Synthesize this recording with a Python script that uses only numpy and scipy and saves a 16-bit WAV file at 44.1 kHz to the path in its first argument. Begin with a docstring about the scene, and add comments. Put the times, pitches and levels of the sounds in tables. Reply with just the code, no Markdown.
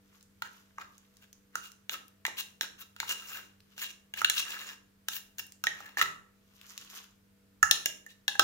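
"""In a small kitchen a fork digs tuna out of a hand-held tin over a salad bowl, close to two microphones.
Knocks are impulses into damped resonances of tin and fork; scrapes drive the same metal by stick-slip.
The wall is dull while the tin is full; as it empties, knocks ring longer and scrapes ring higher.
Coloured noise pops make the moist food, ticking flakes and fizzing oil; still air and a faint hum lie below."""
import sys
import numpy as np
from scipy import signal
from scipy.fft import rfft, irfft, next_fast_len
from scipy.io import wavfile

SR = 44100
rng = np.random.default_rng(int(sys.argv[2]) if len(sys.argv) > 2 else 0)


def generate_wav(signal):
    """Clip the signal to [-1, 1] and save it as 16-bit WAV at the path in sys.argv[1]."""
    frames = np.transpose(np.atleast_2d(signal))
    scaled = np.clip(frames, -1, 1) * 32767
    pcm = np.round(scaled).astype(np.int16)
    wavfile.write(sys.argv[1], SR, pcm)


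N = 371763
TIME = np.arange(N) / SR
CUTOFF_HZ = 15800
FORK_HZ = 2805
STEEL_FOLLOWS = .4   # dB per dB: more tines or a harder push also rings the fork more

# frequency ranges of lid, wall, fork shank and tines [low_hz, high_hz]
PART_RANGES = [(260, 1000), (1050, 2300), (2350, 4400), (4600, 16500)]
# friction spectrum of steel on tin [frequency_hz, gain_db]
FRICTION_SPECTRUM = [(300, -13.5), (1500, -2), (3700, -1.5), (4500, -2), (7200, -1.5), (7800, 2.5),
                     (11000, -2), (15000, -4)]


def from_db(db):
    """Amplitude gain is ten to the power of decibels over twenty."""
    return 10 ** (np.asarray(db) / 20)


def rms_one(x):
    """Normalization divides a signal by its root mean square."""
    return x / np.sqrt(np.mean(x ** 2) + 1e-20)


def at_hz(points, hz, axis=1):
    """A spectrum is interpolated linearly on a log-frequency axis."""
    points = np.array(points)
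    return np.interp(np.log(np.maximum(hz, 1)), np.log(points[:, 0]), points[:, axis])


def colour(x, spectrum):
    """Linear filtering multiplies a signal's spectrum by a gain curve."""
    n = x.shape[-1]
    size = next_fast_len(n)
    gain = from_db(at_hz(spectrum, np.fft.rfftfreq(size, 1 / SR)))
    return irfft(rfft(x, size) * gain, size)[..., :n]


def band(x, low, high, order=3):
    """A causal Butterworth band-pass keeps one frequency range."""
    edges = [low, min(high, SR / 2 - 100)]
    return signal.sosfilt(signal.butter(order, edges, "band", fs=SR, output="sos"), x)


def drift(per_s, n):
    """Slow random modulation joins Gaussian values, drawn per_s times a second, by straight lines."""
    place = np.arange(n) * per_s / SR
    knots = np.random.default_rng(rng.integers(2 ** 31)).standard_normal(int(place[-1]) + 2)
    return np.interp(place, np.arange(len(knots)), knots)


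def resonate(x, hz, width):
    """A damped mode is a two-pole resonance, with gain near 1 at its peak; its width sets its decay."""
    r = np.exp(-np.pi * width / SR)
    zeros = np.array([1, 0, -1]) * (1 - r * r) / 2
    poles = [1, -2 * r * np.cos(2 * np.pi * hz / SR), r * r]
    return signal.lfilter(zeros, poles, x + 1e-18)


def grains(n, per_s, spread_db):
    """A random point process gives clicks of uneven size and either sign."""
    sizes = from_db(spread_db * np.minimum(rng.exponential(1, n), 4)) * rng.choice([-1, 1], n)
    return sizes * (rng.random(n) < per_s / SR)


def add(track, s, sound):
    """Superposition mixes a sound into the track at time s."""
    at = max(round(s * SR), 0)
    track[..., at:at + sound.shape[-1]] += sound[..., :N - at]


def pushes(rows, steepness=1):
    """Each push is an asymmetric exponential envelope that grows to its peak and dies away."""
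    build_share = 0.63
    total = 0
    for s, length, db in rows:
        time_constant = length * np.where(TIME < s, build_share, 1 - build_share)
        total = total + from_db(db) * np.exp(-np.abs((TIME - s) / time_constant) ** steepness)
    return total


def fill_at(s):
    """Mass loading and damping follow the share of tuna in the tin."""
    # tuna in the tin [time_s, share 0-1]
    fill_curve = [(0, 0.82), (3, 0.9), (5.4, 0.47), (5.7, 0.42), (8.4, 0.18)]
    return np.clip(np.interp(s, *np.transpose(fill_curve)), 0, 1)


def metal(force, gripped_modes, scatter_db, shifts_per_s):
    """Modal synthesis: the contact point sets each mode's drive; grip and filling tune a few more modes."""
    # modes that ring wherever the metal is touched [frequency_hz, width_hz, gain_db]
    fixed_modes = [(480, 220, -7), (1318, 80, 9), (2802, 80, 6), (3290, 200, 2), (3780, 260, 1),
                   (5480, 200, 5), (5890, 240, 4), (6350, 320, 1), (6850, 450, 5), (10200, 800, -8),
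                   (13200, 1200, -6), (14850, 700, -2)]
    total = 0
    for hz, width, db in fixed_modes + gripped_modes:
        drive = force * from_db(db + scatter_db * drift(shifts_per_s, len(force)))
        total = total + resonate(drive, hz, width)
    return total


def background():
    """Noise correlated between the sides in the bass is still air; modulated sinusoids are the hum."""
    # still kitchen air [frequency_hz, gain_db]
    air_spectrum = [(15, -33), (30, -4.5), (55, -14.5), (85, -8), (125, -11), (160, -9.5), (200, -9),
                    (250, -9.5), (370, -15.5), (500, -17.5), (700, -23), (1500, -20), (2400, -23.5),
                    (10000, -30.5), (15000, -27), (16500, -46)]
    # left-right likeness of the air [frequency_hz, correlation]
    air_correlation = [(60, 1), (130, 0.78), (290, 0), (640, 0), (3000, 0.056)]
    # appliance hum [frequency_hz, rms_level_db, unsteadiness 0-1]
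    hum_lines = [(79.6, -81, 0.3), (98.7, -76, 1), (196.6, -69, 0), (295, -83.5, 0.99), (432, -84.5, 0.11),
                 (487, -83, 0.4), (650, -88, 1)]
    air_rms_db = -69.5
    size = next_fast_len(N)
    alike = np.clip(at_hz(air_correlation, np.fft.rfftfreq(size, 1 / SR)), -1, 1)
    mid, side = rfft(rng.standard_normal((2, size)))
    air = irfft(np.sqrt(1 + alike) * mid + np.sqrt(1 - alike) * side * [[1], [-1]])[:, :N]
    hum = 0
    for line_hz, db, unsteady in hum_lines:
        # a complex modulation wavers in both level and phase
        waver = 1 + unsteady * (drift(7.2, N) + 1j * drift(9.7, N))
        line = np.real(waver * np.exp(2j * np.pi * line_hz * TIME))
        hum = hum + from_db(db) * rms_one(line)
    return from_db(air_rms_db) * rms_one(colour(air, air_spectrum)) + hum


def food(level_db=-2, smear_db=-12):
    """Granular noise: wet flakes part in clumps of tiny pops, one stream per range, over a soft smear."""
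    # fork pushes in the tin, then in the bowl [peak_s, length_s, relative_level_db]
    stirring = [(0.158, 0.099, -61), (0.573, 0.12, -58), (0.95, 0.23, -65.5), (1.2, 0.23, -72),
                (3.512, 0.096, -70), (3.726, 0.069, -62.5), (6.714, 0.15, -51), (6.823, 0.017, -50.5),
                (6.973, 0.12, -45)]
    # moist food [frequency_hz, gain_db]
    food_spectrum = [(180, -37), (300, -19), (494, -18.5), (593, -34), (624, -19.5), (1190, -7),
                     (2400, -12), (2930, -7.5), (4160, -11.5), (6410, -10.5), (7950, -13.5), (14700, -18),
                     (16000, -33)]
    rustle = from_db(smear_db) * rng.standard_normal((2, N))
    for low, high in PART_RANGES:
        pops = grains(N, 1300, spread_db=3.5)
        clumps = pops * from_db(3.5 * drift(80, N))
        stereo_pops = rms_one(clumps * (1 + rng.standard_normal((2, N))))
        rustle = rustle + band(stereo_pops, low, high, order=2)
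    return from_db(level_db) * pushes(stirring) * rms_one(colour(rustle, food_spectrum))


def ticks(decay_s=0.0017, broadband_db=-9, level_db=-1):
    """Sudden release: a film of oil snaps as flakes part, a short burst around one heavily damped resonance."""
    # snaps [start_s, relative_peak_db, centre_hz]
    snap_events = [(0.2094, -43, 4000), (0.2274, -38, 6650), (0.9802, -38, 6700), (1.1692, -41.5, 5830),
                   (1.329, -38, 6300), (1.718, -34, 6900), (2.0812, -41.5, 14700), (3.6042, -43.5, 3500),
                   (5.467, -35.5, 11000), (5.5214, -32, 6900), (6.6134, -37, 3050), (6.7775, -24.5, 4100),
                   (6.8483, -36.5, 1130), (7.0404, -39, 1200)]
    out, t = np.zeros((2, N)), TIME[:SR // 50]
    for s, db, hz in snap_events:
        snap = colour(rng.standard_normal((2, len(t))), FRICTION_SPECTRUM) * np.exp(-t / decay_s)
        broadband = from_db(broadband_db) * band(snap, 2000, 16000, order=1)
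        sound = resonate(snap, hz, hz / 2) + broadband
        add(out, s, sound / np.abs(sound).max() * from_db(db + level_db))
    return out


def knocks(crack_db=-9, chatter_db=-16, chatter_s=0.0031, crack_s=.0022,
           thump_db=-41, thump_s=0.042, sustain_db=3, wall_pan_db=-3):
    """Impulse excitation: a sharp contact with brief chatter sets lid, wall, fork and tines ringing."""
    # knocks; spot and angle set each part's share, the last three against the wall
    # [start_s, wall_hz, wall_level_db, lid_db, fork_shank_db, tines_db]
    knock_events = [(0.421, 1376, -34, -15, -5.5, -10), (0.7834, 1110, -38.5, -12.5, -21, -21),
                    (1.555, 1396, -31.5, -19, -10.5, -5), (1.8947, 1480, -42, -10, 9.5, 0.5),
                    (2.2517, 1730, -29, -22.5, -3.5, -12), (2.265, 2030, -38.5, -28, 2.5, 0.5),
                    (2.281, 1170, -48.5, 7, -12, -4), (2.6103, 1600, -32.5, -13.5, 3, -1),
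                    (2.9636, 1430, -53, -16, 1, -4), (3.0014, 1600, -36, -14.5, 3, -0.5),
                    (3.0298, 1280, -39, -8, -26, -45), (3.7792, 1540, -49, -8.5, 0.5, -0.5),
                    (4.1382, 1674, -43.5, -16, 6.5, -4), (4.2166, 1327, -28, -14.5, -14.5, -12),
                    (4.246, 1570, -24.5, -24, 5.5, -7), (4.2984, 1684, -32.5, -16, 7.5, 7.5),
                    (5.0846, 1553, -35.5, -17.5, 3.5, 3), (5.3836, 1610, -50.5, -34, 5.5, 6),
                    (5.639, 1500, -31.5, -19.5, -3, -3.5), (5.6688, 1880, -23, -18.5, -5, -15.5),
                    (5.8043, 1250, -46.5, -3.5, -30.5, -8), (5.9711, 1750, -30, -15.5, -26, -16.5),
                    (6.0133, 1924, -19.5, -31.5, -9, -13), (7.6288, 1716, -16.5, -24, -41, -8.5),
                    (7.6294, 1333, -22, -38.5, -32, -11), (7.711, 1754, -29, -9, 11.5, 9.5),
                    (7.8584, 1660, -34, -9.5, 7.5, 6.5), (8.0636, 1775, -47, -22.5, -34, -7.5),
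                    (8.2801, 1703, -28.5, -16, 4, -3), (8.3529, 1660, -38, -11.5, -19, -17),
                    (8.3949, 1550, -17, -10.5, -2, -6.5)]
    # crowd of short-lived high modes [frequency_hz, gain_db]
    crack_spectrum = [(300, -16.5), (1000, 15), (1500, -23), (3700, 17.5), (4600, 6.5), (7100, 21.5),
                      (7700, 16), (11000, 12.5), (15000, 4)]
    empty_width_hz, tuna_width_hz = 25, 190   # mode width of the bare wall; what a full tin adds
    empty_lid_hz, tuna_lid_rise_hz = 780, 110   # the lid sits higher while the full tin is gripped hard
    base_hz = 634
    lid_mode_db, base_mode_db, wall_mode_db, fork_mode_db = 21.5, 8.5, 22, 6.5
    lid_follows = .55   # dB per dB: knocks weighted to the lid rather than the tines ring its mode more
    out, t = np.zeros((2, N)), TIME[:SR // 4]
    attack = SR // 100
    for s, wall_hz, wall_db, lid_db, fork_db, tines_db in knock_events:
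        width = empty_width_hz + tuna_width_hz * fill_at(s)
        lid_hz = empty_lid_hz + tuna_lid_rise_hz * fill_at(s)
        chatter = band(rng.standard_normal(len(t)), 1100, 16000, order=2) * np.exp(-t / chatter_s)
        force = from_db(chatter_db) * chatter / 2
        force[0] += 1   # the contact impulse
        # the dense high modes reach each microphone with other phases
        crack = colour(rng.standard_normal((2, len(t))), crack_spectrum) * np.exp(-t / crack_s)
        crack /= np.sqrt(crack_s * SR / 2)
        steel_db = STEEL_FOLLOWS * tines_db
        gripped = [
            (lid_hz, width * .65, lid_mode_db + lid_follows * (lid_db - tines_db)),
            (base_hz, width * 1.4, base_mode_db + steel_db),
            (wall_hz, width, wall_mode_db),
            (FORK_HZ, width * 0.9 + 45, fork_mode_db + steel_db),
            # a faint narrow mode at the wall's pitch outlasts the main ring; tuna weakens it
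            (wall_hz, 9, sustain_db - width / 50)]
        sound = metal(force, gripped, scatter_db=4.5, shifts_per_s=1.0) + from_db(crack_db) * crack
        # the wall leans toward the right
        wall_sides_db = wall_pan_db * np.array([[1], [-1]]) / 2
        levels = [lid_db, wall_sides_db, fork_db, tines_db]
        for (low, high), db in zip(PART_RANGES, levels):
            part = band(sound, low, high)
            attack_rms = np.sqrt(np.mean(part[:, :attack] ** 2))
            add(out, s, part / attack_rms * from_db(wall_db + db))
        # the whole tin jolts in the hand
        thump = rms_one(band(rng.standard_normal(len(t)), 45, 150, order=2)) * np.exp(-t / thump_s)
        add(out, s, thump * from_db(wall_db + thump_db))
    return out


def scrapes(rasp_db=1, catch_db=2.5, catches_per_s=110, wall_width_hz=170, wall_ring_db=14,
            fork_width_hz=95, fork_ring_db=10, grip_scatter_hz=25, level_db=-2.5):
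    """Stick-slip friction: dense clicks swell and fade with the push and drive the same metal."""
    # fork slides on the tin [peak_s, length_s, relative_level_db, hardness_db]
    slides = [(0.464, 0.022, -44, -11), (0.817, 0.035, -42.5, -11.5), (1.234, 0.025, -60, -1),
              (1.577, 0.033, -47, -8), (1.654, 0.043, -59.5, 8.5), (1.941, 0.028, -37, -3.5),
              (2.395, 0.024, -41, 5.5), (2.637, 0.021, -38.5, -4.5), (2.813, 0.031, -50.5, 0),
              (3.029, 0.048, -47.5, -3.5), (3.109, .034, -35, 3), (3.189, 0.1, -52, 0.5),
              (3.334, 0.14, -46, -1.5), (3.374, .025, -42.5, -7), (3.83, 0.047, -40, 1),
              (3.903, 0.016, -52.5, 5.5), (4.194, 0.039, -41, 0.5), (4.386, 0.05, -38, 6.5),
              (4.516, 0.07, -40, -2), (4.6, 0.092, -43.5, -3.5), (4.69, 0.074, -46, -1.5),
              (5.129, 0.038, -48, 4), (5.166, 0.02, -46, 4), (5.398, 0.011, -39, 1.5),
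              (5.832, 0.15, -49, -7.5), (5.994, 0.018, -27.5, -5), (6.022, 0.0078, -23.5, -3.5),
              (8.108, 0.023, -66, 8.5)]
    # a harder push sends more into the steel; one row each for lid, wall, fork and tines
    # [relative_level_db at hardness 0, slope in dB per dB of hardness]
    part_shares = [(-10.5, -.05), (-0.5, 0), (3, 1.1), (-1, 1.16)]
    empty_wall_hz, tuna_sag_hz = 1860, 328   # pitch of the scraped wall; how far a full tin lowers it
    swell_share = 0.54   # part of a scrape spent building up
    out = np.zeros((2, N))
    t = TIME[:SR * 2 // 5] - 1 / 5   # zero at the hardest push
    for s, length, scrape_db, hardness_db in slides:
        spread_s = length * np.where(t < 0, swell_share, 1 - swell_share)
        push = np.exp(-(t / spread_s) ** 2 / 2)
        wall_hz = empty_wall_hz - tuna_sag_hz * fill_at(s)
        fork_hz = FORK_HZ + grip_scatter_hz * rng.standard_normal()
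        # the tines catch and let go unevenly
        slips = grains(len(t), 4000, spread_db=3.2) * from_db(2.5 * drift(300, len(t)))
        force = colour(slips, FRICTION_SPECTRUM) * push
        rasp = colour(slips * rng.standard_normal((2, len(t))), FRICTION_SPECTRUM) * push
        gripped = [(wall_hz, wall_width_hz, wall_ring_db),
                   (fork_hz, fork_width_hz, fork_ring_db + STEEL_FOLLOWS * hardness_db)]
        rings = metal(force, gripped, scatter_db=5, shifts_per_s=60)
        sound = rings + from_db(rasp_db) * rasp
        for (low, high), (share_db, follows) in zip(PART_RANGES, part_shares):
            accents = from_db(catch_db * drift(catches_per_s, len(t)))
            part = rms_one(band(sound, low, high) * accents) * np.sqrt(np.mean(push ** 2))
            part_db = scrape_db + share_db + follows * hardness_db + level_db
            add(out, s + t[0], part * from_db(part_db))
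    return out


def squelches(low_hz=11000):
    """Bubble noise: oil squeezed from under the tines bursts in a fine, high fizz of random pops."""
    # fizzes [peak_s, length_s, level_db]
    oil_pushes = [(1.93, 0.032, -44.5), (2.398, 0.034, -46), (2.625, 0.013, -43), (2.813, 0.026, -48.5),
                  (3.35, 0.13, -51), (3.83, 0.049, -41.5), (5.165, 0.048, -41), (5.395, 0.016, -41.5)]
    pops = grains(N, 6000, spread_db=3) * rng.standard_normal((2, N))
    fizz = rms_one(band(pops, low_hz, CUTOFF_HZ, order=1))
    return pushes(oil_pushes, steepness=2) * fizz


def kitchen(x, first_echo_s=0.00037, build_s=0.0012):
    """Diffuse reverberation: convolution with noise that builds up quickly and lasts longest in the bass."""
    # reverberation [frequency_hz, t60_s, relative_level_db]
    room_decay = [(201, 0.79, 4.5), (840, 0.48, -5), (2110, 0.37, -7.5), (5550, 0.32, -5.5),
                  (10000, 0.39, -7.5), (15110, 0.3, -13.5)]
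    t, response = TIME[:SR * 2 // 3], 0
    onset = 1 - np.exp(-np.maximum(t - first_echo_s, 0) / build_s)
    edges = np.geomspace(100, 18000, 12)
    for low, high in zip(edges, edges[1:]):
        hz = np.sqrt(low * high)
        decay = onset * from_db(-60 * t / at_hz(room_decay, hz))
        echoes = band(rng.standard_normal((2, len(t))), low, high, order=2)
        gain = from_db(at_hz(room_decay, hz, axis=2)) / np.sqrt(np.sum(decay ** 2))
        response = response + echoes * decay * gain
    return signal.fftconvolve(x, response, axes=-1)[:, :N]


def scene():
    """Arrival-time difference: the work goes on a little nearer to the left microphone."""
    # colouration by the two microphone ports [frequency_hz, left_db, right_db]
    port_gains = [(100, 1.5, 4.5), (400, -1.5, 1), (750, -2.5, -6.5), (1030, 1.5, -3), (1390, 0, 1),
                  (2600, 2, 0), (4160, -.5, -1), (6050, -0.5, 2.5), (7040, -12.5, 5), (7900, -9.5, -4.5),
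                  (10850, 0.5, -2), (15000, 8, -6)]
    right_lag_s = .000147
    near = food() + ticks() + knocks() + scrapes() + squelches()
    direct = np.array([near[0], np.interp(TIME - right_lag_s, TIME, near[1])])
    left, right = direct + kitchen(near)
    left = colour(left, [(hz, db) for hz, db, _ in port_gains])
    right = colour(right, [(hz, db) for hz, _, db in port_gains])
    return np.array([left, right]) + background()


def record(dry):
    """Band limiting: an elliptic low-pass cuts the top steeply."""
    return signal.sosfilt(signal.ellip(10, .2, 80, CUTOFF_HZ, fs=SR, output="sos"), dry)


dry = scene()
out = record(dry)
generate_wav(out)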